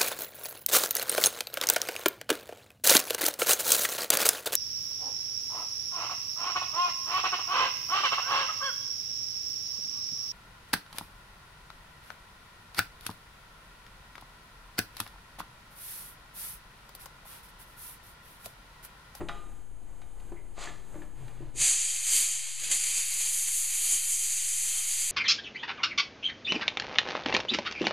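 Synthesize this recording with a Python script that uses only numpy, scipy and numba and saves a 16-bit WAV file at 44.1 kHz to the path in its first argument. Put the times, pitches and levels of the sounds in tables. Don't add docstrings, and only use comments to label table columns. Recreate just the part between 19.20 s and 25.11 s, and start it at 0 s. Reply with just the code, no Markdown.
import sys
import numpy as np
from scipy import signal
from scipy.fft import rfft, irfft
from scipy.io import wavfile
from scipy.ndimage import uniform_filter1d
from numba import njit

SR = 44100
rng = np.random.default_rng(int(sys.argv[2]) if len(sys.argv) > 2 else 0)


def master(y):
    cut = np.clip(np.atleast_2d(y).T, -1, 1)
    pcm = np.round(cut * 32767)
    wavfile.write(sys.argv[1], SR, pcm.astype(np.int16))


N = 260631
TIME = np.arange(N) / SR
FREQ = np.maximum(np.fft.rfftfreq(N, 1 / SR), 1)

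def undb(db):
    return 10 ** (np.asarray(db) / 20)

def unit(x):
    return x / np.sqrt(np.mean(x ** 2))

def noise():
    return rng.standard_normal(N)

def drift(rate_hz):
    k = int(SR / rate_hz)
    steps = np.repeat(rng.standard_normal(N // k + 1), k)
    return 1.34 * uniform_filter1d(uniform_filter1d(steps, k), k)[:N]

def colour(x, points):
    hz, db = np.transpose(points)
    return irfft(rfft(x) * undb(np.interp(np.log(FREQ), np.log(hz), db)), N)

def coloured_noise(points):
    return unit(colour(noise(), points))

def resonance(hz, width_hz):
    return 1 / (1 + 1j * (FREQ ** 2 - hz ** 2) / (FREQ * width_hz))

def band_noise(hz, width_hz):
    return unit(irfft(rfft(noise()) * resonance(hz, width_hz) ** 2, N))

def below(x, hz, order=8):
    return irfft(rfft(x) / (1 + (FREQ / hz) ** (2 * order)), N)

def swell(centre_s, level_db, half_length_s):
    return undb(level_db) * np.exp(-((TIME - centre_s) / half_length_s) ** 2)

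def hold(start_s, end_s, attack_s, release_s):
    return np.clip((TIME - start_s) / attack_s, 0, 1) * np.clip(1 - (TIME - end_s) / release_s, 0, 1)

# freq_hz, gain_db
ROOM_EQ = [(26, -58), (45, 2.5), (65, -33), (108, -11), (148, -16), (347, -17.5), (637, -25.5),
           (736, -21.5), (1170, -27.5), (1770, -31.5), (3320, -39), (5670, -43), (6560, -32), (9450, -38),
           (15000, -50)]
# pitch_hz, level_db
MACHINE_TONES = [(28.5, -52), (98, -66), (3058, -85), (3086, -85), (9109, -76)]
def room_tone():
    air = coloured_noise(ROOM_EQ) * undb(-57.5 + 2.5 * drift(7.06))
    rumble = band_noise(27.7, width_hz=23.7) * undb(-51.5)
    tones = 0
    for hz, db in MACHINE_TONES:
        amplitude = np.sqrt(2) * undb(db + 2.6 * drift(8.1))
        tones += amplitude * np.sin(2 * np.pi * hz * TIME + 1.26 * drift(6.5))
    return air + rumble + tones

def strikes(hits, modes, crack_db, crack_s, favour_db):
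    out, t = np.zeros(N + SR), TIME[:SR]
    hz, db, t60 = np.transpose(modes)[:, :, None]
    for start_s, peak_db, brightness_hz, favoured_hz in hits:
        mode_db = db + favour_db * np.exp(-(10 * np.log(hz / favoured_hz)) ** 2)
        partials = np.sin(2 * np.pi * (hz * t + rng.random(db.shape)))
        ring = np.sum(undb(mode_db - 60 * t / t60) * partials, axis=0)
        crack = undb(crack_db) * rng.standard_normal(SR) * np.exp(-t / crack_s)
        hit = signal.sosfilt(signal.butter(2, brightness_hz, fs=SR, output="sos"), ring + crack)
        start = int(start_s * SR)
        out[start:start + SR] += undb(peak_db) * hit / np.abs(hit).max()
    return out[:N]

# start_s, peak_db, brightness_hz, favoured_hz
BENCH_HITS = [(.0055, -32, 1470, 730), (.0085, -26.5, 910, 368), (1.119, -33, 930, 360),
              (1.473, -31, 2020, 1800), (1.742, -40, 1500, 600), (1.755, -38, 798, 320),
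              (1.785, -43, 600, 358), (1.819, -39, 2180, 1750), (2.206, -35.5, 550, 357),
              (2.222, -43.5, 905, 300), (2.352, -44, 600, 355)]
# pitch_hz, level_db, t60_s
BENCH_RING = [(150.4, -8.5, 0.34), (245, -13, 0.23), (307.6, -10.5, 0.3), (352, -6, 0.13), (401, -1, 0.086),
              (606, -7.5, 0.16), (737, -7, 0.13), (975, -11, .08), (1240, -14, 0.041), (1760, -2.5, 0.026)]
def bench_knocks():
    return strikes(BENCH_HITS, BENCH_RING, crack_db=12, crack_s=0.016, favour_db=14.5)

# start_s, peak_db, brightness_hz, favoured_hz
NOZZLE_HITS = [(.0865, -26.5, 3200, 3779), (.094, -26.5, 1880, 810), (.817, -44, 3530, 3779),
               (1.0, -49.5, 4000, 3257), (1.379, -34, 1200, 1217), (2.08, -46, 2700, 3257)]
# pitch_hz, level_db, t60_s
STEEL_RING = [(690, -4, .15), (818, -4, .22), (1217, -8, .5), (1410, -10, .2), (1550, -7, .3),
              (1780, -7, .1), (1990, -12, .25), (2450, -5, .28), (2789, -7, .12), (3257, -9, .12),
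              (3779, -2, .15)]
def nozzle_clinks():
    return strikes(NOZZLE_HITS, STEEL_RING, crack_db=17, crack_s=0.0069, favour_db=4.5)

# centre_s, level_db, half_length_s, pitch_hz
HOSE_SQUEAK = (1.183, -59.5, .02, 2060)
# freq_hz, gain_db
SCRAPE_EQ = [(88, -47), (150, -28), (714, -6.5), (991, -11.5), (1160, -5.5), (1670, -16), (1840, -11),
             (3030, -15), (4630, -15), (5510, -17), (6940, -12), (15000, -47)]
def hose_slide(grab_db=1.5):
    *envelope, squeak_hz = HOSE_SQUEAK
    squeak = band_noise(squeak_hz, width_hz=450) * swell(*envelope)
    scrape = unit(colour(noise() * undb(grab_db * drift(250)), SCRAPE_EQ))
    return squeak + scrape * swell(centre_s=1.433, level_db=-41.5, half_length_s=0.049)

# start_s, end_s, level_db
HOSE_PULLS = [(1.937, 2.28, -52.5), (2.33, 2.41, -48)]
def hose_judder(judder_hz=127.6, rub_db=-8):
    slip_hz = judder_hz * (1 + .09 * drift(60))
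    drone = unit(np.sin(2 * np.pi * np.cumsum(slip_hz) / SR) * undb(3.5 * drift(60)))
    rub = coloured_noise([(60, -17), (160, -12), (400, -7), (1200, -17.5), (2400, -18),
                          (8000, -32), (15000, -44)])
    pull = sum(undb(db) * hold(start, end, attack_s=0.045, release_s=0.08)
               for start, end, db in HOSE_PULLS)
    return (drone + undb(rub_db) * rub) * pull

# time_s, roar_db, sizzle_db
JET_BALANCE = [(2.42, -8.5, -17), (2.65, -11, -18), (3.25, -10, -12), (3.85, -7, -8), (4.2, -11, -6),
               (4.65, -8.5, -5), (5.0, -11.5, -7.5), (5.35, -12, -9), (5.8, -9.5, -8)]
# centre_s, gain_db, half_length_s, more_roar_db, more_sizzle_db
JET_SWEEPS = [(2.481, 5.5, 0.062, -0.5, 2.5), (2.805, -3.5, 0.15, 1.5, 5), (2.984, 7, 0.091, -0.5, 5.5),
              (3.47, 2.5, 0.031, .5, -1), (3.531, 4.5, 0.037, -0.5, -1), (3.785, 3.5, 0.036, -1.5, -2),
              (3.868, -3, 0.051, -1, 2), (4.046, 0.1, 0.053, 1.4, -1.5), (4.271, 0, .03, 2.5, -1),
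              (4.383, 1.5, 0.03, -1.5, 1.5), (4.733, 5, 0.045, -3.3, -3), (4.813, -2, 0.049, 1.5, 1),
              (4.945, 1.5, 0.036, -1.5, -1.5), (5.196, 0.2, 0.044, 0, -3), (5.654, -0.6, 0.17, 1.2, 0.5)]
def aim(jet_db=-13, wander_db=.5, wander_hz=9):
    times, *shares = np.transpose(JET_BALANCE)
    roar_db, sizzle_db = (np.interp(TIME, times, db) + wander_db * drift(wander_hz) for db in shares)
    miss = hold(3.144, 3.495, attack_s=.13, release_s=0.024)
    level_db = jet_db - 8.5 * miss
    roar_db += 4.5 * miss
    for centre_s, gain_db, half_length_s, more_roar_db, more_sizzle_db in JET_SWEEPS:
        bell = swell(centre_s, 0, half_length_s)
        level_db += gain_db * bell
        roar_db += more_roar_db * bell
        sizzle_db += more_sizzle_db * bell
    return level_db, roar_db, sizzle_db

# start_s, level_db, decay_s
GRIT_SLUGS = [(2.481, -5, .002), (3.353, -6, 0.014), (3.397, 5.5, 0.017), (3.434, 9.5, 0.02),
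              (3.513, 8.5, 0.012)]
def grit(grains_per_s=9000, spread_db=2.5, level_db=-2, feed_wobble_db=1.65):
    ticks = (rng.random(N) < grains_per_s / SR) * np.sign(noise())
    ticks *= undb(spread_db * np.minimum(rng.exponential(size=N), 4))
    spray = undb(level_db + feed_wobble_db * drift(90)) * unit(ticks)
    for start_s, db, decay_s in GRIT_SLUGS:
        spray += undb(db) * noise() * (TIME >= start_s) * np.exp(-np.abs(TIME - start_s) / decay_s)
    return spray

# pitch_hz, width_hz, gain_db
DISC_AND_HAND = [(2570, 270, -13.5), (3145, 67, 0), (4640, 180, -7.5), (6910, 330, -9.5),
                 (9130, 330, -10.5), (10140, 280, -6.5)]
def disc_and_hand(stream, wander_db=5.5):
    spectrum = rfft(stream)
    return stream + sum(
        undb(db + wander_db * np.tanh(drift(4.78))) * irfft(spectrum * resonance(hz, width_hz), N)
        for hz, width_hz, db in DISC_AND_HAND)

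# freq_hz, gain_db
JET_EQ = [(100, -32), (400, -27), (1000, -24.5), (1550, -21), (2200, -9), (2800, -10.5), (3600, -12),
          (4650, -7), (5300, -11), (6200, -1), (7100, 1), (8300, -1.5), (10400, -8.5), (12500, -17.5),
          (14200, -28), (15500, -31)]
def jet(roar_db, sizzle_db, roar_below_hz=5040, sizzle_above_hz=9830):
    spray = grit()
    stream = workshop_echo(noise(), wet_db=-4) + workshop_echo(spray, wet_db=-3)
    full = colour(disc_and_hand(stream), JET_EQ)
    roar = below(full, roar_below_hz)
    sizzle = full - below(full, sizzle_above_hz)
    hiss = full - roar - sizzle
    return unit(hiss) + undb(roar_db) * unit(roar) + undb(sizzle_db) * unit(sizzle)

# centre_s, level_db, half_length_s
AIR_GUSTS = [(3.008, -44, .08), (3.426, -37, 0.05), (3.522, -35.5, 0.042), (3.78, -40, .04),
             (4.735, -34.5, 0.034)]
# freq_hz, gain_db
GUST_EQ = [(12, 2), (30, 6), (60, 1), (120, -10), (230, -8.5), (500, -11.5), (1100, -17), (3000, -27)]
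def spent_air(jet_db):
    buffet = coloured_noise([(10, 12.5), (30, -6.5), (80, -10), (200, -23), (1000, -70)])
    gusts = coloured_noise(GUST_EQ) * sum(swell(*gust) for gust in AIR_GUSTS)
    return buffet * undb(jet_db - 32) + gusts

def blast(valve_opens_s=2.3323, valve_travel_s=0.15):
    level_db, roar_db, sizzle_db = aim()
    level_db += 0.48 * drift(20)
    opening = np.clip((TIME - valve_opens_s) / valve_travel_s, 0, 1)
    flow = jet(roar_db, sizzle_db) * undb(level_db) + spent_air(level_db) * opening
    return flow * opening ** 2.35

def workshop_echo(x, wet_db, t60_s=0.59, predelay_s=.004):
    t = TIME[:SR]
    tail = rng.standard_normal(SR) * undb(-60 * t / t60_s) * (t > predelay_s)
    return x + undb(wet_db) * signal.fftconvolve(x, tail / np.linalg.norm(tail))[:N]

def scene():
    handling = bench_knocks() + nozzle_clinks() + hose_slide() + hose_judder()
    mid = workshop_echo(handling, wet_db=-5) + blast() + room_tone()
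    side_eq = [(20, 5.5), (60, 3.5), (150, -13), (500, -22), (2000, -39), (12000, -36.5)]
    side = undb(-66) * coloured_noise(side_eq)
    return np.array([mid + side, mid - side])

@njit
def follow(x, attack_s, release_s):
    out, level = np.empty(len(x)), 0.
    for i in range(len(x)):
        level += (x[i] - level) / (SR * (attack_s if x[i] > level else release_s))
        out[i] = level
    return out

DC_OFFSET = [
    [.015],
    [.001],
]
def record(dry, notch_hz=5480, notch_q=5.8, threshold_db=-22.5, top_hz=15200):
    heard = dry - .9 * signal.lfilter(*signal.iirpeak(notch_hz, notch_q, fs=SR), dry)
    loudness = np.sqrt(np.abs(uniform_filter1d(heard[0] ** 2, size=900)))
    envelope = follow(loudness, attack_s=0.00068, release_s=40.)
    gain = 1 / np.maximum(1, envelope / undb(threshold_db))
    lowpass = signal.ellip(12, .1, 80, top_hz, fs=SR, output="sos")
    return signal.sosfilt(lowpass, heard * gain) + np.array(DC_OFFSET)

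dry = scene()
out = record(dry)
master(out)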